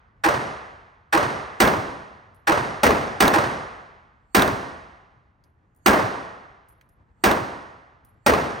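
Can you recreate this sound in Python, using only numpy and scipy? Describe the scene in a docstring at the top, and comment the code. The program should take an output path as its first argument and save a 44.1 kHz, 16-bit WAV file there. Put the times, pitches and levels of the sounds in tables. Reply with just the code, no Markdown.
"""Pistols in a shooting hall

Three pistols are fired in turns in a long concrete hall: one held next to the microphones, two in other lanes.
Each blast is shaped noise for the dense echoes plus booth tones that swell and fade; a limiter flattens the peaks.
Hard metallic clacks, short ticks and tones, come shortly after near shots, from the slide or a case; brass cases
tinkle on the floor as ringing modes. The ventilation rumbles as low filtered noise throughout, with the tail of
an earlier shot at the start."""
import sys
import numpy as np
from scipy import signal
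from scipy.fft import rfft, irfft, next_fast_len
from scipy.io import wavfile
from scipy.ndimage import uniform_filter1d

SR = 44100
rng = np.random.default_rng(int(sys.argv[2]) if len(sys.argv) > 2 else 0)


def digitize_waveform(pressure):
    """Quantize a signal to 16-bit integers and store it at the path in sys.argv[1].

    Rows of a 2-D input are taken as channels; values are limited to [-1, 1].
    """
    field = np.atleast_2d(pressure).T
    bounded = np.clip(field, -1, 1)
    quanta = np.round(bounded * 32767).astype(np.int16)
    wavfile.write(sys.argv[1], SR, quanta)


N = 379260


def gain_of(db):
    """Amplitude factor for a level in dB."""
    return 10 ** (np.asarray(db) / 20)


def evened(x):
    """Scale a signal to an RMS of one."""
    return x / np.sqrt(np.mean(x ** 2) + 1e-20)


def read(points, hz):
    """Read a curve of (Hz, value) points, straight between them on a logarithmic pitch axis."""
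    f, value = np.transpose(points)
    return np.interp(np.log(hz + 1), np.log(f + 1), value)


def add(mix, start_s, sound):
    """Lay a stereo sound into the mix; one begun before the start enters with its tail."""
    start = round(start_s * SR)
    sound = sound[:, max(-start, 0):]
    part = mix[:, max(start, 0):][:, :sound.shape[1]]
    part += sound[:, :part.shape[1]]


# Spectrum of the moving air, evened out before its level is set. Each row: pitch in Hz, relative level in dB.
AIR = [(15, -29.5), (30, -10.5), (55, -0.5), (95, -2), (130, -7), (170, -12), (300, -17), (550, -23),
       (950, -20.5), (1850, -27), (2300, -35.5), (4500, -50.5), (9000, -60), (16000, -77)]


def ventilation():
    """Air noise as a low, lumpy rumble over a faint hiss, its level drifting slowly at random."""
    level_db, drift_db = -60.5, 1.9
    hz = np.fft.rfftfreq(N, 1 / SR)
    white = rng.standard_normal((2, N))
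    air = irfft(rfft(white) * gain_of(read(AIR, hz)), N)
    drift = uniform_filter1d(rng.standard_normal(N), 2000)
    lumps = evened(uniform_filter1d(drift, 2000))
    return gain_of(level_db + drift_db * lumps) * evened(air)


def reflections(size, uneven_db=2.5):
    """Two unrelated dense trains of echoes of random sign; the early ones vary in strength in clumps of a few ms."""
    clumps = evened(uniform_filter1d(rng.standard_normal(size), 180))
    early = np.exp(-np.arange(size) / (.15 * SR))  # late echoes are too many to tell apart
    return rng.standard_normal((2, size)) * gain_of(uneven_db * clumps * early)


# Colour of each blast as it arrives. Each row: pitch in Hz, relative level in dB.
NEAR_COLOUR = [(30, -26), (60, -4.5), (130, -0.5), (220, 4), (700, 4), (1200, 1.5), (1900, -3.5),
               (2300, -11.5), (3500, -16.5), (5500, -19), (10000, -24.5), (16000, -20)]
NEXT_LANE_COLOUR = [(30, -27), (60, -0.5), (130, 0.5), (250, 5), (700, 5.5), (1200, 1), (1900, -4),
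                    (2300, -10.5), (3500, -17), (5500, -20), (10000, -26.5), (16000, -24.5)]
FAR_LANE_COLOUR = [(30, -29), (60, -4), (130, -1), (300, 1.5), (700, 2.5), (1200, 1), (1900, -3.5),
                   (2300, -12), (3500, -18), (5500, -21), (10000, -27.5), (16000, -31)]
# Resonances of each booth, swelling and fading as echoes pile up.
# Each row: pitch in Hz, level in dB before the lane's ring level, centre of the swell in seconds.
NEAR_BOOTH = [(65, -12, .04), (115.7, -16, .19), (212, -1, .035), (262.7, -7, .055), (351.7, -1.5, .0052),
              (478.8, -5, .02), (609.4, -6, .026), (785, -1, .014), (941.5, -7, .018), (1358, -5, .031),
              (1617, -2, .042)]
NEXT_LANE_BOOTH = [(69.5, -11, .066), (225, -1, .0099), (265.7, -6, .05), (440, -5.5, .067),
                   (492.6, -6, .029), (580, .5, .0087), (656, -7, .071), (834, 2.5, .0033),
                   (1360, -.5, .0097), (1890, -4.5, .022)]
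FAR_LANE_BOOTH = [(124, -15.5, .15), (327.7, .5, .035), (495, -10.5, .035), (595, -9.5, .077),
                  (735, -15, .042), (813, -2, .023), (933, -9.5, .037), (1038, -7.5, .04), (1460, 0, .009),
                  (1658, 4.5, .0046), (1834, -12, .0077)]
# Strong returns from the walls of the hall.
# Each row: delay in seconds, level in dB relative to the other echoes, decay time constant in seconds.
NEAR_RETURNS = [(0.05, -3.5, .006), (0.073, -1, 0.0095), (.13, -7, .008)]
NEXT_LANE_RETURNS = [(0.034, 1.8, 0.014), (.074, 3, .008)]
FAR_LANE_RETURNS = [(.028, 2, .006), (.053, 3, .008), (.105, 1, .008)]
# Decay of the hall, band by band. Each row: band centre in Hz, time to fall 60 dB in seconds,
# level of the first echoes over the tail in dB before the lane's own offset.
HALL = [(50, 1.5, -4.5), (110, 1.15, -4), (250, .91, .5), (550, 1.02, -3), (1130, 1.184, 3),
        (1700, 1.18, 6.5), (2400, 1.18, 12.5), (5150, .96, 14.5), (8400, .81, 17), (13500, .47, 12)]
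# Every shot; the first is fired before the start and still ringing. Each row: start in seconds, lane,
# level in dB, treble shelf in dB, bass shelf in dB (the shelves tilt the echoes before they are levelled).
SHOTS = [(-.79, "far", -16.5, 0, 0), (.2355, "far", -17.5, 0, -1.5), (1.1235, "far", -16.5, 0, -1.5),
         (1.601, "near", -10.5, -3, .6), (2.469, "far", -17, 0, 0), (2.832, "next", -9.5, 0, 0),
         (3.203, "near", -10, -2.5, -.8), (3.333, "far", -18.5, 0, 0), (4.346, "near", -10.5, .4, 3),
         (5.859, "near", -8, -5, -5), (7.237, "near", -13, -4, -.8), (8.262, "next", -10, 0, 0)]


def booth_ring(t, booth, rise_s):
    """Booth resonances: each tone swells and fades around its own moment, lower ones always a little longer."""
    swell_s, swell_slope = .023, -.15  # full width to 1/e at 500 Hz; power of pitch that scales it
    turns = rng.random((len(booth), 1))
    ring = 0
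    for (f, db, peak_s), turn in zip(booth, turns):
        width_s = swell_s * (f / 500) ** swell_slope
        swell = np.exp(-(2 * (t - peak_s) / width_s) ** 2)
        ring = ring + gain_of(db) * swell * np.sin(2 * np.pi * (f * t + turn))
    return ring * (1 - np.exp(-t / rise_s)) ** 2


def hall_fades(t, returns, rise_s, first_db, first_long):
    """Hall decay per band: a build-up, quickly dying first echoes over a longer tail, and bumps for the walls."""
    bass_slower, bass_hz = 4.2, 400  # the deepest bass adds this many rise times to its build-up
    first_bass_s, first_treble_s, treble_hz = .32, .135, 2100  # 60 dB falls before first_long scales them
    bumps = 1 + sum(gain_of(db) * np.exp(-(t - s) / long_s) * (t > s) for s, db, long_s in returns)
    fades = []
    for f, t60, band_db in HALL:
        band_rise_s = rise_s * (1 + bass_slower / (1 + (f / bass_hz) ** 3))
        rise = (1 - np.exp(-t / band_rise_s)) ** 2
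        first_t60 = first_treble_s + (first_bass_s - first_treble_s) / (1 + (f / treble_hz) ** 4)
        tail = gain_of(-60 * t / t60)
        first = gain_of(first_db + band_db - 60 * t / (first_long * first_t60))
        fades.append(rise * (tail + first) * bumps)
    return fades


def pistol(lane, colour, booth, returns, rise_s, alike, first_db, first_long, ring_db):
    """One lane keeps one pattern of echoes for all its shots; moving air and hands change a share of it."""
    size = next_fast_len(round(1.4 * SR))  # each shot rings for at least 1.4 s
    t, hz = np.arange(size) / SR, np.fft.rfftfreq(size, 1 / SR)
    centres = np.log(np.array(HALL)[:, 0])
    # overlapping triangular bands that add up to one
    bands = [np.interp(np.log(hz + 1), centres, one) for one in np.eye(len(HALL))]
    ring = booth_ring(t, booth, rise_s)
    fades = hall_fades(t, returns, rise_s, first_db, first_long)
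    pattern = reflections(size)
    out = np.zeros((2, N))
    for start_s, shot_lane, db, treble_db, bass_db in SHOTS:
        if shot_lane != lane:
            continue
        echoes = alike * pattern + np.sqrt(1 - alike ** 2) * reflections(size)
        tilt_db = treble_db * hz / (hz + 3000) + bass_db / (1 + (hz / 180) ** 2)
        spectrum = rfft(echoes) * gain_of(read(colour, hz) + tilt_db)
        blast = sum(fade * irfft(spectrum * band, size) for fade, band in zip(fades, bands))
        blast = blast / np.std(blast[:, :SR // 10])  # levelled over its first tenth of a second
        add(out, start_s, gain_of(db) * (blast + gain_of(ring_db) * ring))
    return out


# Hard metallic clacks shortly after near shots, from the slide or a case.
# Each row: time of the peak in seconds, level in dB before the layers are summed, pitch of the tone in Hz.
CLACKS = [(1.6775, -20.5, 3630), (3.2807, -11.5, 3840), (4.3953, -18, 3860), (4.4225, -13, 3667),
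          (4.4787, -28.5, 3800), (7.3158, -21, 3710)]


def clacks():
    """Metal struck hard: a few cycles at one pitch, a wide tick of noise and a duller knock below."""
    out, t = np.zeros((2, N)), np.arange(-SR // 200, SR // 50) / SR
    shape = np.exp(-(t / .0017) ** 2) + .12 * np.exp(-t / .004) * (t > 0)
    for peak_s, db, hz in CLACKS:
        tick = rng.standard_normal((2, len(t)))
        knock = np.sin(2 * np.pi * (1250 * t + rng.random()))
        tone = np.sin(2 * np.pi * hz * t) * np.exp(-(t / .001) ** 2)
        clack = tone + gain_of(-4) * tick + gain_of(-0.5) * knock
        add(out, peak_s + t[0], gain_of(db) * shape * clack)
    return out


# Cases striking the floor. Each row: start in seconds, level in dB before the layers are summed,
# pitch of the tick in Hz, level of the ring in dB relative to that level.
CASES = [(2.3453, -58.5, 9180, -1), (5.4388, -55.5, 4840, -10), (5.748, -66, 9000, -6),
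         (5.7623, -68, 9000, 5), (6.6855, -56, 9090, 4), (6.811, -44.5, 1900, -22),
         (6.8907, -63.5, 6920, -1.2), (8.0486, -49, 12000, -6.5)]
# Modes of the brass tube. Each row: pitch in Hz, relative level in dB, time to fall 60 dB in seconds.
BRASS = [(8600, -18, .04), (10870, 0, .25), (13300, -16, .04), (14600, -16, .08), (15300, -10, .06)]


def cases():
    """A short tick, bright or dull by how the case lands, then the spinning brass tube rings unevenly."""
    out, t = np.zeros((2, N)), np.arange(SR // 3) / SR
    # the blow and its scatter in the booth
    blow = gain_of(-60 * t / .022)
    scatter = gain_of(-16 - 60 * t / .1)
    shape = (blow + scatter) * (1 - np.exp(-t / .0007))
    for start_s, db, hz, ring_db in CASES:
        noise = rng.standard_normal((2, len(t)))
        b, a = signal.butter(1, [.87 * hz, 1.15 * hz], "band", fs=SR)
        tick = evened(signal.lfilter(b, a, noise))
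        strike = (gain_of(-5.5) * tick + gain_of(-15) * noise) * shape
        ring = 0
        for f, mode_db, t60 in BRASS:
            wobble = evened(uniform_filter1d(rng.standard_normal((2, len(t))), 250))
            mode = gain_of(mode_db - 60 * t / t60) * np.sin(2 * np.pi * f * t)
            ring = ring + mode * (.5 + wobble)
        add(out, start_s, gain_of(db) * (strike + gain_of(ring_db) * ring))
    return out


def scene():
    """All sources in two channels: their noises are unrelated between the channels, their steady tones shared."""
    air = ventilation()
    far_lane = pistol("far", FAR_LANE_COLOUR, FAR_LANE_BOOTH, FAR_LANE_RETURNS,
                      rise_s=.0058, alike=0.97, first_db=-4.0, first_long=0.61, ring_db=2.1)
    near = pistol("near", NEAR_COLOUR, NEAR_BOOTH, NEAR_RETURNS,
                  rise_s=.0011, alike=0.86, first_db=4.5, first_long=1.05, ring_db=-.6)
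    next_lane = pistol("next", NEXT_LANE_COLOUR, NEXT_LANE_BOOTH, NEXT_LANE_RETURNS,
                       rise_s=0.0012, alike=.9, first_db=3.0, first_long=0.86, ring_db=-1.1)
    return air + far_lane + near + next_lane + clacks() + cases()


# The microphone pair. Each row: pitch in Hz, likeness of the channels (-1 to 1) before the port blur,
# left minus right in dB.
PAIR = [(30, .93, .8), (150, .92, 1), (450, .56, 2.3), (1000, .2, -1.1), (1500, -.4, -4), (1800, -.35, -5),
        (2400, .7, -.8), (3200, .86, .3), (4500, 1.01, 0)]
# The right port turns against the left across these bands, and the turns add up.
# Each row: lower edge in Hz, upper edge in Hz, turn in half turns.
PORT_TURNS = [(2300, 3000, -.17), (3600, 4800, .17), (6600, 8300, -2), (8700, 10950, 1), (11900, 13900, 1)]


def microphones(dry):
    """The pair shares part of the field, with a phase between the ports that turns across the treble."""
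    port_blur = .3  # likeness lost where the ports are a quarter turn apart
    size = next_fast_len(N + 4096)
    hz = np.fft.rfftfreq(size, 1 / SR)
    f, likeness, lean = np.transpose(PAIR)
    same = read(np.transpose([f, likeness]), hz)
    lean_db = read(np.transpose([f, lean]), hz)
    lead = np.pi * sum(turns * np.clip((hz - lo) / (hi - lo), 0, 1) for lo, hi, turns in PORT_TURNS)
    same = np.clip(same - port_blur * np.sin(lead) ** 2, -1, 1)
    a, b = rfft(dry, size)
    right = (same * a + np.sqrt(1 - same ** 2) * b) * np.exp(1j * lead)
    spectra = np.array([a * gain_of(lean_db / 2), right * gain_of(-lean_db / 2)])
    return irfft(spectra, size)[:, :N]


def limiter(pair):
    """Both channels are turned down together by a share of their overshoot, then clipped."""
    threshold_db, share = -15, .59
    power = abs(uniform_filter1d((pair ** 2).mean(0), 200))
    power_db = 10 * np.log10(power + 1e-12)
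    fall = np.arange(N) * 150. / SR  # the tracked level falls by at most 150 dB a second
    tracked_db = np.maximum.accumulate(power_db + fall) - fall
    over_db = np.maximum(tracked_db - threshold_db, 0)
    return np.clip(pair / gain_of(share * uniform_filter1d(over_db, 100)), -.97, .97)


def record(dry):
    """Microphone pair, limiter and clip, then a steep low-pass at 16050 Hz."""
    held = limiter(microphones(dry))
    low_pass = signal.firwin(511, 16050, window=("kaiser", 9), fs=SR)
    return signal.oaconvolve(held, low_pass[None], "same")


dry = scene()
out = record(dry)
digitize_waveform(out)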